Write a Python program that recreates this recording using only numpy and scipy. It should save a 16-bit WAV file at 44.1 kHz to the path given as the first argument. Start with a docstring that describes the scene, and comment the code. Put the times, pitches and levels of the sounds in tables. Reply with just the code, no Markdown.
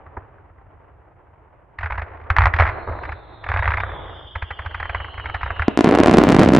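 """A fireworks volley heard across open ground at night. Far mortars fire first, in runs of cracks made of
scattered noise, each with a slower low thump, over a lumpy rumble and roar of filtered noise. Whistling shells
then climb in two swarms of wavering, falling sine tones. At last the shells burst overhead in a dense roll of
steep ringing pulses, loud enough to overload the recorder softly; echoes trail the cracks and the blasts."""
import sys
import numpy as np
from scipy import signal
from scipy.fft import rfft, irfft
from scipy.io import wavfile

SR = 44100
rng = np.random.default_rng(int(sys.argv[2]) if len(sys.argv) > 2 else 0)


def natural_amplitude(level_db):
    """Convert a level in decibels to a linear amplitude factor, elementwise."""
    exponent = np.asarray(level_db, float) / 20
    return 10 ** exponent


def int16_out(signal):
    """Quantize to a 16-bit WAV file."""
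    q = np.round(np.clip(np.atleast_2d(signal).T, -1, 1) * 32767)
    wavfile.write(sys.argv[1], SR, q.astype(np.int16))


N = 290663


def rms_one(x):
    """Normalisation: scale a signal to unit root mean square."""
    return x / np.sqrt(np.mean(x ** 2) + 1e-20)


def in_time(rows):
    """Linear interpolation: turn rows of (seconds, values ..) into one curve a column."""
    s, *columns = np.transpose(rows)
    return [np.interp(np.arange(N) / SR, s, c) for c in columns]


def band(x, low_hz, high_hz, order=2):
    """Band-pass filtering with a Butterworth response."""
    return signal.sosfilt(signal.butter(order, [low_hz, high_hz], "band", fs=SR, output="sos"), x)


def low(x, hz, order=2):
    """Low-pass filtering with a Butterworth response."""
    return signal.sosfilt(signal.butter(order, hz, fs=SR, output="sos"), x)


def drift(corner_hz):
    """Relaxation process: white noise through a one-pole low-pass wanders slowly with unit spread."""
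    step_hz = 400
    steps = rng.standard_normal(int(N / SR * step_hz) + 2)
    memory = np.exp(-2 * np.pi * corner_hz / step_hz)
    wander = rms_one(signal.lfilter([1], [1, -memory], steps))
    return np.interp(np.linspace(0, len(steps) - 1, N), np.arange(len(steps)), wander)


def add(track, s, sound):
    """Superposition: lay a sound onto the track from time s on."""
    i = int(s * SR)
    track[..., i:i + sound.shape[-1]] += sound[..., :N - i]


def pair(mid, side):
    """Mid-side stereo: left is the sum, right the difference."""
    return np.array([mid + side, mid - side])


def uneven(start_s, end_s, gap_s):
    """Jittered succession: gaps run from half to one and a half times the mean."""
    s = start_s + gap_s * np.r_[0, np.cumsum(.5 + rng.random(60))]
    return s[s < end_s]


def blast(t, hz):
    """Damped oscillation: a steep front swings over and rings out in a couple of cycles."""
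    front = .2 * np.exp(-t / .0008)
    ringing = .7 * np.cos(2 * np.pi * hz * t) * np.exp(-t * hz / .7)
    return -(front + ringing)


# Sharp shell bursts overhead. Each row: start in seconds, relative blast level in dB,
# relative level of the sharp edge in dB.
SHARP_BURSTS = [(5.682, 5.5, -17.5), (5.7744, 0, 4.5), (5.7903, 4.5, -12.5), (5.8085, 2.5, -0.5),
                (5.8442, 6, -2.5), (5.8564, -22.5, -1.5), (5.872, 2, -15.5), (5.8901, 2, -7),
                (5.9117, -1, -6), (5.93, -1.5, -14.5), (5.9513, 3, -5.5), (5.9872, 4, -6), (6.0017, 9, -15),
                (6.0355, -4, 6.5), (6.06, 6, -1), (6.0728, -2, 2), (6.0807, 4, -13.5), (6.0957, 7, -19.5),
                (6.1124, -1.5, 3), (6.138, -3, 3), (6.1417, 6.5, -11), (6.1716, 6, -5), (6.185, 7.5, 0.5),
                (6.2136, -1, -13), (6.2376, 5, 3), (6.2898, -7, 13), (6.3036, -1, 2.5), (6.3181, -5, -3.5),
                (6.3225, -2.5, 7), (6.3473, 1, -2.5), (6.3659, 1, -3.5), (6.3881, -1.5, -11.5),
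                (6.394, 4.5, 0.5), (6.3994, -5, 13), (6.4211, 0.5, -8.5), (6.4338, -1, 7), (6.4494, -15, 6),
                (6.4611, -12, -6), (6.4878, -17, 14.5), (6.5213, -1, -1.5), (6.5358, -0.5, 3.5),
                (6.5497, 1, 5.5), (6.5646, -2.5, 8.5)]
# Pitch at which the larger blasts ring through the roll. Each row: time in seconds, middle ring frequency in Hz.
RING_PITCH = [(5.68, 194), (5.77, 278), (6.15, 279), (6.59, 193)]
RING_SPREAD = 0.22    # natural-log spread of the ring frequency
BOUNCE_S, BOUNCE_DB, BOUNCE_SPREAD_DB, BOUNCE_EDGE_DB = 0.0028, -8.5, 2, -26    # relative to the direct blast
FAR_FROM_S, FAR_GAP_S, FAR_DB, FAR_EDGE_DB = 5.86, .015, 2, -19    # far shells with rounded fronts
SMALL_FROM_S, SMALL_PER_S, SMALL_DB = 5.84, 150.0, -14.5    # the level is that of the faintest
BLUNTING = 0.14       # share of a negative edge dB by which the body's low-pass corner sinks


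def small_shells():
    """Poisson process: small shells at independent moments; rows of s, dB, ring Hz, edge dB."""
    gap, loudness, pitch, edge = rng.random((4, 400))
    s = SMALL_FROM_S + np.cumsum(-np.log(gap)) / SMALL_PER_S
    rows = np.c_[s, SMALL_DB + 9.0 * loudness, 250 + 400 * pitch, -8 - 20 * edge]
    return rows[s < N / SR]


def large_shells():
    """Ground reflection: sharp shells, their blunted bounces, and far shells; rows of s, dB, ring Hz, edge dB."""
    s, db, edge_db = np.transpose(SHARP_BURSTS)
    stray_db = BOUNCE_SPREAD_DB * np.clip(rng.standard_normal(len(s)), -2, 1)
    bounces = np.c_[s + BOUNCE_S, db + BOUNCE_DB + stray_db, edge_db + BOUNCE_EDGE_DB]
    far_s = uneven(FAR_FROM_S, N / SR, FAR_GAP_S)
    far_stray, edge_stray = rng.standard_normal((2, len(far_s)))
    far = np.c_[far_s, FAR_DB + 3.1 * far_stray, FAR_EDGE_DB + 5.0 * edge_stray]
    shells = np.r_[np.c_[s, db, edge_db], bounces, far]
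    ring_hz = np.interp(shells[:, 0], *np.transpose(RING_PITCH))
    ring_hz = ring_hz * np.exp(RING_SPREAD * rng.standard_normal(len(shells)))
    return np.c_[shells[:, :2], ring_hz, shells[:, 2]]


def bursts():
    """Pulse superposition: each blast is a rounded body plus a sharp treble edge, the edge spread wider."""
    t, out = np.arange(1500) / SR, np.zeros((2, N))
    shells = np.r_[large_shells(), small_shells()]
    for (s, db, hz, edge_db), sign in zip(shells, rng.choice([-1, 1], len(shells))):
        wave = blast(t, hz)
        body = low(wave, 3200 * natural_amplitude(BLUNTING * min(edge_db, 0)))
        edge = natural_amplitude(edge_db + 0.5) * (wave - low(wave, 1100, order=1))
        side = sign * (0.022 * body + 0.35 * edge)
        add(out, s, natural_amplitude(db + 0.5) * pair(body + edge, side))
    return low(band(out, 92, 7200, order=1), 10100, order=6)


# Mortar lifts placed one by one, loud and moderate. 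Each row: time of the front in seconds,
# relative crack level in dB.
SINGLE_LIFTS = [(1.7885, -17), (1.8324, -15.5), (1.8591, -15), (1.9068, -16.5), (1.9228, -15.5),
                (1.98, -15.5), (2.0197, -16.5), (2.3025, -4), (2.3654, -3.5), (2.3848, 0.5), (2.407, -7.5),
                (2.4193, -6), (2.4377, -7.5), (2.4566, -2), (2.4686, -4.5), (2.478, -16), (2.5383, -6),
                (2.564, -14), (2.588, -6), (2.5982, -1), (2.6075, -4.5), (2.622, -4.5), (2.6583, -22),
                (3.0351, -19), (3.0527, -20), (3.0924, -19), (3.1214, -18.5), (3.4416, -19), (3.489, -12.5),
                (3.5003, -17.5), (3.5175, -10.5), (3.5394, -11), (3.5622, -11.5), (3.5727, -11),
                (3.592, -11.5), (3.643, -15.5), (3.6243, -12), (3.6561, -11.5), (3.6771, -6.5),
                (3.7056, -11.5), (3.7189, -11), (3.7412, -12.5), (3.7721, -10.5), (3.803, -10),
                (3.835, -12), (4.3565, -14.5), (4.424, -14), (4.5084, -15), (4.5924, -17.5),
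                (4.6613, -16.5), (4.7458, -14), (4.8015, -15), (4.8279, -15), (4.855, -18), (4.896, -13.5),
                (4.9479, -9.5), (5.0022, -19), (5.0462, -20.5), (5.179, -23), (5.1984, -20.5),
                (5.2584, -14), (5.2979, -17), (5.3451, -10.5), (5.4157, -22), (5.4318, -11.5),
                (5.4611, -16), (5.5052, -12.5), (5.5951, -10.5), (5.621, -9)]
# Single pops and runs of pops at uneven gaps, many of them fainter or duller. Each row: start in seconds,
# end in seconds, mean gap in seconds, relative crack level at the start in dB, fade over the run in dB
# (negative grows), middle colour in Hz.
POP_RUNS = [(0.066, 0.07, .03, -33.5, 0.1, 980), (0.171, 0.18, 0.056, -19.5, 0.1, 540),
            (0.223, 1.6, .11, -40.5, 20, 800), (1.811, 2.0, 0.021, -21, 3.5, 1290),
            (2.064, 2.28, 0.021, -36, 0.5, 1290), (2.636, 2.705, 0.013, -11.5, 2.5, 1460),
            (2.716, 2.84, 0.019, -25, 26.5, 1200), (2.875, 2.99, .016, -18.5, 8, 640),
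            (3.466, 3.818, .04, -18.5, -7.8, 1130), (3.866, 4.251, 0.029, -23, 14.5, 876),
            (4.621, 5.6, .05, -29, -6.5, 1303)]
POP_SPREAD_DB = 1.5
LIFT_HZ, LIFT_HZ_SPREAD = 1480, .12    # middle colour of a single lift in Hz, natural-log spread of any colour
THUMP_DB, THUMP_FOLLOWS, THUMP_SPREAD_DB = -14, 0.77, 3.5    # THUMP_FOLLOWS: share of the crack dB
DULL_THUMP_DB_PER_OCTAVE = 1.5    # duller pops carry more thump


def shots():
    """Spectral balance: a duller crack carries more thump; rows of s, crack dB, thump dB, colour Hz."""
    rows = [(s, db, LIFT_HZ) for s, db in SINGLE_LIFTS]
    for start_s, end_s, gap_s, db, fade_db, hz in POP_RUNS:
        s = uneven(start_s, end_s, gap_s)
        stray = rng.standard_normal(len(s))
        stray[0] = 0
        progress = (s - start_s) / (end_s - start_s)
        pop_db = db - fade_db * progress + POP_SPREAD_DB * stray
        rows += [(at, each_db, hz) for at, each_db in zip(s, pop_db)]
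    s, db, hz = np.transpose(rows)
    thump_stray, colour_stray = rng.standard_normal((2, len(s)))
    thump_db = THUMP_DB + THUMP_FOLLOWS * db + THUMP_SPREAD_DB * thump_stray
    thump_db += DULL_THUMP_DB_PER_OCTAVE * np.log2(LIFT_HZ / hz)
    return np.c_[s, db, thump_db, hz * np.exp(LIFT_HZ_SPREAD * colour_stray)]


# faint lead-in before the front: share at 0 dB, growth per dB of weakness
LEAD_SHARE, LEAD_GROWTH = .05, .03


def lifts():
    """Turbulent scattering spreads each crack over a few ms; the lows creep along the ground and swell late."""
    t = np.arange(4096) / SR
    swell = np.sin(2 * np.pi * 82 * (t - .002)) * (t / 0.014) ** 1.41 * np.exp(1.53 * (1 - t / 0.012))
    swell += 0.53 * np.sin(2 * np.pi * 60 * t) * np.exp(-t / 0.027)
    front_s = .005
    after = np.maximum(t - front_s, 0)
    lead = np.where(after > 0, 0, t / front_s)
    spread = (after > 0) * (np.exp(-(after / 0.0037) ** 0.8) + 0.13 * np.exp(-after / 0.02))
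    cracks, thumps = np.zeros((2, N)), np.zeros(N)
    for s, crack_db, thump_db, hz in shots():
        envelope = spread + lead * np.clip(LEAD_SHARE - LEAD_GROWTH * crack_db, 0, 1)
        scattered = rng.standard_normal((2, 4096)) * envelope
        scattered[0, 220] -= 9 * natural_amplitude(crack_db / 2)    # strong lifts keep a steep direct front
        mid, side = band(scattered, hz / 1.98, hz * 1.937) + 7e-5 * hz * scattered
        gain = natural_amplitude(crack_db) / np.sqrt(np.sum(mid ** 2) / 60)
        add(cracks, s - front_s, gain * pair(mid, 0.12 * side))
        add(thumps, s, natural_amplitude(thump_db) * swell)
    # a long path through air takes the treble
    far_cracks = low(cracks, 2137, order=6) + 0.1 * band(cracks, 2790, 5280)
    return far_cracks, thumps


# Whistling shells, one table a swarm. Each row: time in seconds, middle pitch in Hz, relative level in dB.
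WHISTLE_SWARMS = [
    [(2.7, 4100, -70), (3.0, 3876, -66.5), (3.4, 3720, -61.5), (3.9, 3430, -54), (4.5, 3138, -50.5),
     (5.8, 2809, -50)],
    [(3.9, 5270, -110), (4.15, 5010, -84), (4.5, 4605, -83), (5.0, 4090, -69), (5.8, 3585, -61)],
]


def whistles():
    """Frequency modulation: each shell shrieks on its own wavering pitch, which falls as the charge burns."""
    out = np.zeros((2, N))
    for swarm in WHISTLE_SWARMS:
        hz, db = in_time(swarm)
        for offset, sign in zip(np.linspace(-1, 1, num=22), rng.choice([-1, 1], size=22)):
            pitch = hz * (1 + .135 * offset + .008 * drift(1) + .0025 * drift(60))
            fringe_db = -12 * offset ** 2    # shells at the fringe are fainter
            loudness = natural_amplitude(db - 7 + fringe_db + 5.5 * drift(6))
            tone = np.sin(2 * np.pi * np.cumsum(pitch) / SR) * loudness
            out += pair(tone, 0.35 * sign * np.roll(tone, 3))
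    out[:, :int(WHISTLE_SWARMS[0][0][0] * SR)] = 0    # silent until the first swarm
    return out


def echoes(x, t60, low_hz, high_hz, order=2):
    """Reverberation: trees, banks and far walls send back a dull diffuse tail, falling 60 dB in t60 seconds."""
    t = np.arange(int(1.5 * SR)) / SR
    envelope = natural_amplitude(-60 * t / t60) * np.minimum(t / 0.0059, 1)
    mid, side = band(rng.standard_normal((2, len(t))), low_hz, high_hz, order) * envelope
    tail = pair(mid, 0.55 * side)
    return signal.fftconvolve(x, tail / np.sqrt(np.sum(tail ** 2)), axes=1)[:, :N]


# Far rumble of rolling echoes. Each row: time in seconds, rumble level in dB, roar level in dB.
FAR_LEVELS = [(0, -51, -48.5), (.5, -51.5, -54.5), (1.7, -54.5, -56.5), (2.1, -54, -44.5),
              (2.8, -41, -35.5), (3.3, -49, -48), (4.0, -40.5, -38), (4.3, -52, -49.5), (5.7, -46.5, -43),
              (6.0, -29.5, -42)]
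# Spectrum of the roar. Each row: frequency in Hz, relative density in dB per Hz.
ROAR_SPECTRUM = [(100, -8.5), (170, -30.5), (300, -6), (900, -4.5), (2000, -18.5), (3000, -32),
                 (8000, -96.5)]


def far_off():
    """Spectral shaping of noise: a low rumble and a dull roar, both lumpy."""
    rumble_db, roar_db = in_time(FAR_LEVELS)
    hz = np.arange(N // 2 + 1) * SR / N + 1
    shape_hz, shape_db = np.transpose(ROAR_SPECTRUM)
    shape = natural_amplitude(np.interp(np.log(hz), np.log(shape_hz), shape_db))
    mid, side = rms_one(irfft(rfft(rng.standard_normal((2, N))) * shape, N))
    roar = pair(mid, .5 * side) * natural_amplitude(roar_db + 2 * drift(9.8))
    mid, side = rms_one(band(rng.standard_normal((2, N)), 48, 112))
    rumble = pair(mid, 0.23 * side) * natural_amplitude(rumble_db + 0.69 * drift(1.4))
    return roar + rumble


def scene():
    """Superposition of ground, sky, whistles and far background, the right channel slightly louder."""
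    cracks, thumps = lifts()
    blasts = bursts()
    ground = cracks + thumps + natural_amplitude(-21.5) * echoes(cracks, t60=1.0, low_hz=330, high_hz=2600)
    sky = blasts + natural_amplitude(-14.5) * echoes(blasts, t60=0.35, low_hz=440, high_hz=4400, order=1)
    return (ground + sky + whistles() + far_off()) * natural_amplitude([[-.4], [.4]])


def band_limit(x):
    """A steep low-pass at the top of the band."""
    return signal.sosfilt(signal.butter(12, 11720, fs=SR, output="sos"), x)


def record(dry):
    """Soft saturation: the loudest fronts overload smoothly, over a faint hiss."""
    overloaded = dry / (1 + np.abs(dry / .98) ** 4) ** (1 / 4)
    hiss = natural_amplitude(-90) * rng.standard_normal(dry.shape)
    return band_limit(overloaded + hiss)


dry = scene()
out = record(dry)
int16_out(out)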